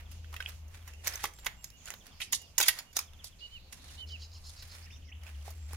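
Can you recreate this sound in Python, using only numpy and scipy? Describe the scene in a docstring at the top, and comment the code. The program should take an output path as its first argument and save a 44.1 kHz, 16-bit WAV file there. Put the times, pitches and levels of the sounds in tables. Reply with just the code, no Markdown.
"""Sharp clicks, knocks and rubbing: hands fold and open small sheet-metal stoves over a tiled table in a wood.
Blows start decaying modes of the sheet; slides are noise broken into grains. Birds whistle, slur, chip and rasp
as gliding sines and partial stacks; far songs and the rasper's fading last calls are narrow moving noise. One
far engine drone near 78 Hz lies over a wandering low rumble at 46-67 Hz, both wavering sines. Air and far
traffic are shaped noise."""
import sys
import numpy as np
from scipy import signal
from scipy.fft import rfft, irfft
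from scipy.io import wavfile

SR = 44100
rng = np.random.default_rng(int(sys.argv[2]) if len(sys.argv) > 2 else 0)


def persist_wave(psi):
    """Save psi, clipped to +-1, as 16-bit WAV."""
    counts = np.round(np.clip(psi, -1, 1) * 32767).astype(np.int16)
    wavfile.write(sys.argv[1], SR, np.atleast_2d(counts).T)


def voltage_ratio(level):
    """Linear amplitude factor for a level in decibels (scalar or array-like)."""
    return 10 ** (np.asarray(level, float) / 20)


N = 254016


def in_time(rows):
    """Table columns interpolated at every sample."""
    s, *columns = np.transpose(rows)
    return [np.interp(np.arange(N) / SR, s, c) for c in columns]


def at_hz(points, hz):
    """A spectrum read on a log-frequency axis."""
    points_hz, values = np.transpose(points)
    return np.interp(np.log(hz), np.log(points_hz), values)


def rms_one(x):
    """Scaled to unit rms."""
    return x / np.sqrt(np.mean(x ** 2) + 1e-20)


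def drift(rate_hz):
    """Slow chance of spread 1: noise through two equal poles, drawn every 40 samples."""
    pole = np.exp(-2 * np.pi * rate_hz * 40 / SR)
    noise = rng.standard_normal(N // 40 + 2002)
    slow = signal.lfilter([1], [1, -2 * pole, pole * pole], noise)[2000:]   # settled part
    return np.interp(np.arange(N) / 40, np.arange(len(slow)), rms_one(slow))


# left-right likeness: (frequency [Hz], likeness [-1..1])
LIKENESS = [(60, 0.88), (180, 0.71), (550, 0.55), (1650, 0.22), (5000, -0.21), (15000, -0.095)]


def coloured(white, spectrum):
    """Mid and side noise shaped by a spectrum and mixed to left and right by likeness; rms 1."""
    hz = np.maximum(np.fft.rfftfreq(N, 1 / SR), 10)
    alike = np.clip(at_hz(LIKENESS, hz), -1, 1)
    mid, side = rfft(white) * voltage_ratio(at_hz(spectrum, hz))
    mid, side = np.sqrt(1 + alike) * mid, np.sqrt(1 - alike) * side
    return rms_one(irfft(mid + side * [[1], [-1]], N))


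def trees(x, t60_s):
    """Trunks scatter the sound back as a short dull tail, different on each side."""
    t = np.arange(SR // 2) / SR
    tail = rng.standard_normal((2, len(t))) * voltage_ratio(-60 * t / t60_s) * (t > .006)
    tail = signal.lfilter([.5], [1, -.5], tail)
    tail = tail / np.sqrt(np.sum(tail ** 2) / 2)
    return signal.fftconvolve(x, tail, axes=1)[:, :N]


def sung(notes, wobble_db):
    """Near sines that follow pitch and rms level, silent between notes."""
    out, wobble = np.zeros(N), voltage_ratio(wobble_db * drift(135))
    for rows in notes:
        s, hz, level_db = np.transpose(rows)
        at = np.arange(round(s[0] * SR), min(round(s[-1] * SR), N))
        level = np.sqrt(2) * voltage_ratio(np.interp(at / SR, s, level_db)) * signal.windows.tukey(len(at), .25)
        phase = 2 * np.pi * np.cumsum(np.interp(at / SR, s, hz)) / SR
        out[at] += level * np.sin(phase)
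    return out * wobble


def glides(notes, wobble_db, edge_db=6):
    """Straight sweeps from a first to a last pitch, loudest in the middle."""
    curves = []
    for s, long_s, first_hz, last_hz, db in notes:
        curves.append([(s, first_hz, db - edge_db),
                       (s + .5 * long_s, .5 * (first_hz + last_hz), db),
                       (s + long_s, last_hz, db - edge_db)])
    return sung(curves, wobble_db)


# spectrum shape of air and far traffic: (frequency [Hz], relative density [dB per Hz])
WOOD = [(12, -27), (20, 3.5), (70, -2.5), (123, -8.5), (168, -10), (347, -20.5), (660, -21), (1660, -27),
        (2750, -19.5), (3840, -28), (6720, -27), (8180, -37), (13200, -35.5), (14700, -37.5),
        (16000, -42.5)]


def air(level_db=-58, patchy_db=2.5):
    """Leaves, far birds and traffic as shaped noise: each octave swells and sinks largely on its own."""
    noise = rfft(coloured(rng.standard_normal((2, N)), WOOD))
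    octave = np.log2(np.maximum(np.fft.rfftfreq(N, 1 / SR), 125) / 125)
    together, out = drift(0.38), 0
    for k in range(9):
        band = irfft(noise * np.maximum(1 - np.abs(octave - k), 0), N)
        out = out + band * voltage_ratio(patchy_db * (0.2 * together + 1.08 * drift(4.7)))
    return voltage_ratio(level_db) * out


def wavering_sine(curve, waver_db):
    """One low sine along a pitch and level curve, both drifting by chance."""
    hz, level_db = in_time(curve)
    phase = 2 * np.pi * np.cumsum(hz + 3.39 * drift(5.44)) / SR
    return np.sqrt(2) * voltage_ratio(level_db + waver_db * drift(6.7)) * np.sin(phase)


# wandering low rumble before wavering: (time [s], pitch [Hz], level [dB])
LOW_RUMBLE = [(0, 46.53, -56), (1.64, 57.45, -59), (1.94, 59.7, -82), (3.98, 62.94, -56.5),
              (4.14, 67.07, -54.5), (4.94, 66.86, -69), (5.04, 63.6, -53.5), (5.76, 65.66, -55.5)]


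def low_rumble():
    """A wandering low rumble at 46-67 Hz: one wavering sine."""
    return wavering_sine(LOW_RUMBLE, waver_db=1.0)


# far engine drone before wavering: (time [s], pitch [Hz], level [dB])
ENGINE_DRONE = [(0.0, 77.63, -47.5), (0.93, 81.1, -49), (1.27, 81.4, -57), (1.43, 74.4, -71),
                (1.94, 75.75, -70.5), (2.21, 80.0, -64), (2.73, 79.9, -64), (2.82, 76, -71),
                (3.13, 78.4, -55), (3.42, 80.2, -74), (3.88, 76.3, -56.5), (4.11, 78.6, -48),
                (4.62, 80.1, -54.5), (5.63, 80.2, -43.5), (5.76, 77.3, -40.5)]


def engine_drone():
    """One far engine order near 78 Hz, wavering on its way through the air."""
    return wavering_sine(ENGINE_DRONE, waver_db=1.5)


# far songs blurred by the trees, and from 4.8 s the rasping bird's fading last calls as narrow noise: (start
# [s], length [s], first pitch [Hz], last pitch [Hz], level [dB])
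BLURRED_SONGS = [(1.75, 0.28, 6690, 6300, -63), (2.087, 0.47, 4880, 4960, -64.5),
                 (3.381, 0.11, 4420, 4300, -58.5), (3.479, .24, 4150, 4140, -64.5),
                 (3.778, 0.208, 3920, 4000, -61.5), (3.974, 0.051, 3880, 4070, -56),
                 (4.817, .05, 4800, 5430, -58.5), (4.897, 0.092, 5200, 5930, -61.5),
                 (5.039, 0.079, 5200, 5900, -66.5), (5.144, 0.095, 3380, 3330, -74)]


def blurred_songs(width_hz=450):
    """Narrow noise carried on each moving centre, unrelated left and right."""
    lowpass = signal.butter(2, width_hz, fs=SR, output="sos")
    in_phase, quadrature = rms_one(signal.sosfilt(lowpass, rng.standard_normal((2, 2, N))))
    out = np.zeros((2, N))
    for s, long_s, first_hz, last_hz, level_db in BLURRED_SONGS:
        at = np.arange(round(s * SR), round((s + long_s) * SR))
        turn = 2 * np.pi * np.cumsum(np.linspace(first_hz, last_hz, len(at))) / SR
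        carried = in_phase[:, at] * np.cos(turn) + quadrature[:, at] * np.sin(turn)
        out[:, at] += voltage_ratio(level_db) * signal.windows.tukey(len(at), .3) * carried
    return out


# thin high notes far off: (start [s], length [s], first pitch [Hz], mid-note level [dB])
THIN_NOTES = [(1.34, 0.1, 7520, -64), (1.559, 0.17, 7530, -69), (5.54, 0.19, 7640, -72)]


def thin_notes(sag_hz=162):
    """Thin high sines that sag a little and waver strongly in level."""
    return glides([(s, long_s, hz, hz - sag_hz, db) for s, long_s, hz, db in THIN_NOTES], wobble_db=6.5)


# slurred notes: (start [s], length [s], first pitch [Hz], last pitch [Hz], mid-note level [dB])
SLURS = [(2.25, 0.043, 2800, 2220, -60), (3.885, .022, 3340, 2630, -58), (4.212, .03, 3422, 2600, -59),
         (4.345, .028, 3400, 2530, -64), (4.857, 0.016, 2074, 3083, -58), (4.868, .016, 2000, 1734, -60),
         (4.902, 0.0144, 1980, 3280, -52.5), (4.918, 0.035, 3530, 3700, -60),
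         (5.072, .042, 2220, 1780, -62), (5.115, 0.02, 2000, 3450, -51)]


def slurs():
    """Brief sines sweeping straight up or down."""
    return glides(SLURS, wobble_db=2.5)


# falling chips, all alike: (start [s], mid-note level [dB])
CHIPS = [(0.054, -63.5), (.18, -70), (.77, -68), (0.811, -64.5), (1.362, -69), (1.797, -66.5),
         (2.003, -59.5), (2.115, -61.5), (2.465, -66), (3.015, -58), (3.073, -61.5), (3.134, -63.5),
         (3.189, -56), (3.253, -60), (3.318, -62), (3.397, -63), (4.088, -58)]
CHIP_S, CHIP_TOP_HZ, CHIP_END_HZ = 0.0248, 3700, 2900
TICKS_FROM_S, TICK_EVERY_S, TICK_S, TICK_DB = 4.955, .0647, .016, -61
TICK_TOP_HZ, TICK_END_HZ = 3600, 2480


def chips():
    """Short downward sweeps: scattered chips and one even run of eight steeper ticks."""
    scattered = [(s, CHIP_S, CHIP_TOP_HZ, CHIP_END_HZ, db) for s, db in CHIPS]
    ticks = [(TICKS_FROM_S + k * TICK_EVERY_S, TICK_S, TICK_TOP_HZ, TICK_END_HZ, TICK_DB) for k in range(8)]
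    return glides(scattered + ticks, wobble_db=0.0)


# rasping calls: (start [s], final pitch [Hz], level before swell and flutter [dB])
RASPS = [(4.065, 502.7, -57), (4.19, 513.7, -55), (4.309, 530, -57.5), (4.435, 538.3, -56),
         (4.56, 512, -57), (4.685, 478, -58.5)]
# throat resonances: (centre [Hz], width [Hz], gain [dB])
RASP_THROAT = [(4250, 750, -1), (5100, 700, 0), (6000, 700, -13), (6750, 600, -8)]
RASP_S, RASP_RISE = .08, .065   # length; share by which the pitch climbs


def rasps():
    """A low pitch whose upper partials pass the throat resonances: a stack of close lines rising, then level."""
    out, order = np.zeros(N), np.arange(7, 15)[:, None]
    flutter = voltage_ratio(2 * drift(120))
    hoarse = signal.lfilter([.02], [1, -.98], rng.standard_normal((len(order), N)))
    for s, end_hz, level_db in RASPS:
        part = np.linspace(0, 1, round(RASP_S * SR))
        swing = .04 * np.exp(-12 * part)   # quick upswing at the start
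        hz = end_hz * (1 - RASP_RISE * (1 - part) ** 2 - swing)
        throat = sum(voltage_ratio(db) / (1 + (2 * (order * hz - centre_hz) / width_hz) ** 6)
                     for centre_hz, width_hz, db in RASP_THROAT)
        at = round(s * SR)
        throat = throat * (1 + 9 * hoarse[:, at:at + len(part)])   # each partial roughened on its own
        phase = order * 2 * np.pi * np.cumsum(hz) / SR + order ** 2
        voiced = rms_one(np.sum(throat * np.sin(phase), axis=0))
        out[at:at + len(part)] += voltage_ratio(level_db) * np.sqrt(2) * voiced * np.sin(np.pi * part) ** 0.58
    return out * flutter


# clear whistles: (start [s], length [s], top pitch before scoop and bend [Hz], last pitch [Hz], peak level [dB])
WHISTLES = [(3.4, .073, 2990, 2870, -45), (3.505, .085, 3190, 2380, -49), (3.968, .088, 3150, 2800, -45),
            (4.09, .082, 3160, 2380, -46), (.915, .05, 2800, 2550, -61), (.96, .06, 3000, 2750, -64),
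            (1.555, .07, 2900, 2750, -65), (1.71, .07, 2950, 2800, -63), (2.36, .11, 2930, 2800, -60),
            (2.84, .09, 2970, 2760, -65)]
SCOOP_HZ, SCOOP_SHARE, BEND_POWER = 330, .25, 3.0
WHISTLE_SWELL_DB, WHISTLE_DROP_DB, LOUDEST_SHARE = 18, 9, .65


def whistles():
    """Sines scoop up and bend down at the end; the level swells to its loudest moment and drops."""
    part = np.linspace(0, 1, 12)
    rising = part < LOUDEST_SHARE
    depth_db = np.where(rising, WHISTLE_SWELL_DB, WHISTLE_DROP_DB)
    span = np.where(rising, LOUDEST_SHARE, 1 - LOUDEST_SHARE)
    swell_db = -depth_db * ((part - LOUDEST_SHARE) / span) ** 2
    scoop_hz = SCOOP_HZ * np.exp(-part / SCOOP_SHARE)
    notes = []
    for s, long_s, top_hz, last_hz, db in WHISTLES:
        hz = top_hz - scoop_hz - (top_hz - last_hz) * part ** BEND_POWER
        notes.append(np.c_[s + long_s * part, hz, db + swell_db])
    return sung(notes, wobble_db=1.0)


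# sliding on the sheet: (loudest moment [s], swell [ms], pressure [dB], finger over edge [dB])
SLIDES = [(0, 5, -62.5, 23), (.125, 19, -61, -7), (0.342, 3.7, -53.5, 2), (.44, 72, -57.5, 4),
          (.495, 12, -55.5, -1), (0.762, 37, -59, 3), (.885, 21, -56.5, 3), (1.072, 15.7, -39, -1.5),
          (1.149, 40, -48.5, 5), (1.2, 6.3, -71, -20), (1.238, 11, -43, -8), (1.39, 42, -70, -14),
          (1.463, 18, -62.5, 25), (1.645, 11, -58, -8), (1.879, 21, -51, -2), (1.92, 13, -60, 17),
          (2.07, 29, -58.5, -0.5), (2.218, 6.5, -48.5, -21), (2.332, 3.3, -44.5, -36),
          (2.629, 16, -40.5, -12), (2.68, 9.1, -36, -15), (2.783, 18, -48, 2.5), (2.967, 5.2, -35.5, -7.5),
          (2.995, 5, -54, 0), (3.25, 6.6, -56, -21), (3.729, 4.7, -52, -7.5), (3.93, 97, -56.5, -4.5),
          (4.5, 66, -72.5, -33), (4.63, 18, -85, -7), (4.762, 150, -57, 0), (5.28, 31, -56.5, 7),
          (5.491, 70, -56, -1.5), (5.74, 45, -54, 1.5)]
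# spectrum shapes of edges and of fingers: (frequency [Hz], relative density [dB per Hz])
BRIGHT_RUB = [(2000, -33), (3500, 4), (6000, 5), (8000, 0), (11000, 0), (15500, -23)]
DULL_RUB = [(250, -14), (600, -0.5), (1200, 0), (2000, 4.5), (3500, -4), (6000, -14.5)]
FADE_MS, FADE_PER_SWELL = 15.5, 0.55   # a slide dies away slower the slower it swelled


def rubbing():
    """Sliding contact: noise broken into uneven grains, bright on edges and dull under fingers."""
    ms, bright, dull = np.arange(0, N, 20) / SR * 1000, 0, 0
    for s, swell_ms, pressure_db, finger_db in SLIDES:
        since_ms = ms - s * 1000
        fade_ms = FADE_MS + FADE_PER_SWELL * swell_ms
        rise_fall = np.where(since_ms < 0, since_ms / max(swell_ms, 1), -since_ms / fade_ms)
        pressure = voltage_ratio(pressure_db) * np.exp(rise_fall)
        bright = bright + voltage_ratio(-.5 * finger_db) * pressure
        dull = dull + voltage_ratio(.5 * finger_db) * pressure
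    bright, dull = (np.interp(np.arange(N) / SR * 1000, ms, level) for level in (bright, dull))
    grains = rng.standard_normal((2, 2, N)) * voltage_ratio(2.04 * drift(187) + 2.0 * drift(48))
    return bright * coloured(grains[0], BRIGHT_RUB) + dull * coloured(grains[1], DULL_RUB)


# metal meets metal or tile:
# (time [s], peak of the whole blow [dB], favoured ring [Hz], contact [ms], strength of far lows and highs [dB])
BLOWS = [(0.1139, -45.5, 2870, 10.6, 0.5), (0.244, -44, 2890, 3.9, -21), (.3267, -41.5, 1310, 9, -4),
         (0.3407, -35, 1220, 3.3, -8), (0.3635, -35, 2800, 5.4, -13), (0.4035, -27.5, 1450, 5.1, -20),
         (0.425, -37, 2800, 1.84, -17), (.46, -26, 2970, 2.96, -33.5), (0.487, -42.5, 5380, 8.7, 19),
         (0.681, -54, 6000, 4.9, 12), (.745, -46, 1940, 3.65, -13), (.8758, -40, 2050, 8.4, -2),
         (0.936, -45.5, 7000, 2, -17), (1.0438, -44, 6760, 8.6, -7), (1.054, -45, 2630, 9.7, -23),
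         (1.072, -17.5, 5800, 1.6, -6.5), (1.078, -20.5, 6200, 2.4, -3), (1.1348, -34.5, 5210, 7.6, 5),
         (1.1568, -26, 5650, 1.7, 4), (1.19, -41, 1620, 49, -17), (1.24, -19.5, 1580, 1.37, 2),
         (1.2408, -22.5, 1080, 6.6, -1.5), (1.2532, -24, 2000, 4.5, -4), (1.3364, -44, 7100, 2.7, -6),
         (1.3867, -44.5, 1930, 6, -5), (1.398, -48, 7320, 2.3, -4), (1.4455, -40, 6800, 11.5, -5),
         (1.4606, -28, 2230, 3.1, 10), (1.4651, -19.5, 1950, 4.78, -9), (1.4831, -45, 2130, 8.8, -26),
         (1.6421, -31.5, 6300, 2.9, -3.5), (1.702, -44, 6700, 3.1, -11), (1.8563, -35.5, 6950, 2.9, -9),
         (1.8754, -37, 1600, 2.8, -18), (1.8847, -37, 1640, 3, -6), (1.904, -29, 6500, 1.38, -10),
         (1.9383, -37.5, 1920, 3, -8), (2.0664, -45.5, 5300, 3.3, -4), (2.2021, -33, 2560, 14, -16),
         (2.2156, -28.5, 3440, 10.2, -16), (2.2222, -33, 2740, 7.5, -29), (2.324, -23, 10900, 2.9, -1),
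         (2.3283, -21, 6500, 11.2, -8.5), (2.416, -43, 6100, 7.1, 8), (2.5798, -12, 6880, 8.1, -3.5),
         (2.6006, -14, 5810, 6.8, -3.5), (2.6105, -16, 3700, 7.1, -3), (2.6258, -17, 6930, 9.4, -3),
         (2.634, -25, 3480, 7.3, -22), (2.657, -29, 6850, 13, -12.5), (2.682, -14, 4700, 3.68, -9),
         (2.684, -13.5, 11300, 8.9, -13), (2.7868, -30, 4770, 10.1, -7.5), (2.929, -48, 6100, 8.5, -8),
         (2.9672, -16.5, 6560, 4.25, 1.5), (2.99, -19.5, 6000, 2.9, 0), (3.134, -46, 3555, 2.7, -6),
         (3.243, -31, 5030, 3.22, 5.5), (3.7248, -39.5, 10200, 9, -10.5), (4.623, -43, 4480, 8.4, -8),
         (4.6743, -52, 5100, 13, 8), (5.2343, -45, 2665, 3.4, -5.5), (5.2654, -41.5, 2630, 7.04, -6),
         (5.4784, -36.5, 417, 4.1, 8), (5.5036, -42.5, 1554, 7.2, 8), (5.7077, -48, 710, 10.5, -2),
         (5.7326, -33, 1180, 1.5, 11)]
# modes of the folded sheet: (frequency [Hz], relative level [dB], free t60 [s])
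SHEET = [(1502, 4, 0.058), (2230, -3, 0.68), (3480, -8, 0.3), (3880, -29, 0.031), (4706, -4, 0.3),
         (5233, 4.5, 0.46), (6000, 1, 0.31), (6600, -13.5, 0.23), (6232, 2, 0.15), (6930, 9.5, 0.3),
         (8260, -4, 0.1), (8740, -1, 0.12), (8700, -20, 0.19), (9020, -3, 0.029), (9030, -30, 0.2),
         (10860, 5.5, 0.13), (14470, -2.5, 0.19), (14350, 6.5, 0.1)]
CROWD_DB, CROWD_T60_AT_3KHZ_S = -10.5, 0.2   # many weak modes besides
GRIPPED_T60_S = .22   # longest t60 of a sheet mode under the fingers
EVEN_RING_HZ, THUD_DB_PER_OCTAVE = 6500, 3.5   # a ring below this adds thud and takes sizzle
FREE_RING = 0.067   # share that rings on after the contact


def blow_colour_db(far_db, ring_hz, hz):
    """Mode levels of one blow: thud below, sizzle above and a bump at the favoured ring."""
    tilt_db = THUD_DB_PER_OCTAVE * np.log2(EVEN_RING_HZ / ring_hz)
    thud_db, sizzle_db = far_db + tilt_db, far_db - tilt_db
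    colour = [(300, thud_db - 15.5), (800, thud_db - 4.0), (1800, -1.7), (3200, 0.015),
              (5000, 0.65 * sizzle_db + 2.5), (8500, sizzle_db - .6),
              (13000, sizzle_db + 6.0), (15500, sizzle_db - 3.5)]
    return at_hz(colour, hz) + 9.0 * np.exp(-(np.log(hz / ring_hz) / 0.15) ** 2)


def blows():
    """Each blow starts all modes of the sheet with new strengths; the gripping fingers damp them."""
    t = np.arange(SR // 5) / SR
    sheet_hz, sheet_db, sheet_t60_s = np.transpose(SHEET)
    crowd_hz = 300 + 15700 * np.sort(rng.random(500)) ** 1.4
    hz = np.r_[sheet_hz, crowd_hz]
    level_db = np.r_[sheet_db, CROWD_DB + 0 * crowd_hz]
    crowd_t60_s = CROWD_T60_AT_3KHZ_S * (crowd_hz / 3000) ** -.2
    t60_s = np.r_[np.minimum(sheet_t60_s, GRIPPED_T60_S), crowd_t60_s]
    rings = np.exp(np.outer(2j * np.pi * hz - np.log(1000) / t60_s, t))
    apart = np.arccos(np.clip(at_hz(LIKENESS, hz) + 0.28, -1, 1))   # phase between the microphones
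    spread_db = 3.8 * np.sqrt(np.minimum(hz / 3000, 1))
    chance = rng.standard_normal((len(BLOWS), 3, len(hz)))
    bounce = rng.random((len(BLOWS), 2, 3))
    strengths = []
    for (_, _, ring_hz, _, far_db), (size, phase, turn) in zip(BLOWS, chance):
        mode_db = level_db + blow_colour_db(far_db, ring_hz, hz) + spread_db * size
        left = voltage_ratio(mode_db) * np.exp(10j * phase)
        strengths.append([left, left * np.exp(1j * apart * np.sign(turn))])
    sounds = (np.reshape(strengths, (-1, len(hz))) @ rings).real.reshape(len(BLOWS), 2, -1)
    out = np.zeros((2, N + len(t)))
    for (s, peak_db, _, contact_ms, _), sound, (lag, share) in zip(BLOWS, sounds, bounce):
        # a long contact swells and dies slowly, a short one snaps
        contact_s = max(contact_ms, .5) / 1000
        onset = 1 - np.exp(-t / (0.092 * contact_s))
        sound = sound * (np.exp(-t / contact_s) + FREE_RING) * onset
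        lags = (lag * .4 * contact_s * SR).astype(int) + 1
        for late, weight in zip(lags, share):   # edges chatter as they meet
            sound[:, late:] += 0.66 * weight * sound[:, :-late].copy()
        at = round(s * SR)
        out[:, at:at + len(t)] += voltage_ratio(peak_db) * sound / np.abs(sound.mean(axis=0)).max()
    return out[:, :N]


TREE_ECHO_DB, TREE_T60_S = -18.5, 0.29
BIRD_ECHO_DB, BIRD_T60_S = -10, .4   # far calls carry a longer tail
WHISTLE_ECHO_DB = -18   # the whistler sits nearer


def scene():
    """Table in front, birds around, engine drone, rumble and air below."""
    far = air() + low_rumble() + engine_drone() + blurred_songs()
    birds = (thin_notes() + slurs() + chips() + rasps()) * voltage_ratio([[.6], [-.6]])
    whistle = whistles()
    # this bird sits to one side: right louder and 5 samples later
    aside = np.array([whistle * voltage_ratio(-2.5), np.roll(whistle, 5) * voltage_ratio(1.5)])
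    bird_echo = trees(voltage_ratio(BIRD_ECHO_DB) * birds + voltage_ratio(WHISTLE_ECHO_DB) * aside, BIRD_T60_S)
    table = rubbing() + blows()
    table_echo = voltage_ratio(TREE_ECHO_DB) * trees(table, TREE_T60_S)
    return far + birds + aside + bird_echo + table + table_echo


def band_limit(x):
    """A steep low-pass at the top of the band."""
    return signal.sosfilt(signal.butter(12, 16650, fs=SR, output="sos"), x)


# microphone pair: (frequency [Hz], left minus right [dB])
LEANING = [(60, 1.5), (180, 0), (550, -3.5), (1650, -5), (4970, -2.5), (15000, -11)]


def record(dry):
    """The pair hears the treble louder on the right; a steep low-pass cuts above 16 kHz."""
    hz = np.maximum(np.fft.rfftfreq(N, 1 / SR), 10)
    lean = voltage_ratio(np.outer([.5, -.5], at_hz(LEANING, hz)))
    top = 1 / np.sqrt(1 + (hz / 16000) ** 80)
    mix = irfft(rfft(dry) * top * lean, N)
    return band_limit(mix)


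dry = scene()
out = record(dry)
persist_wave(out)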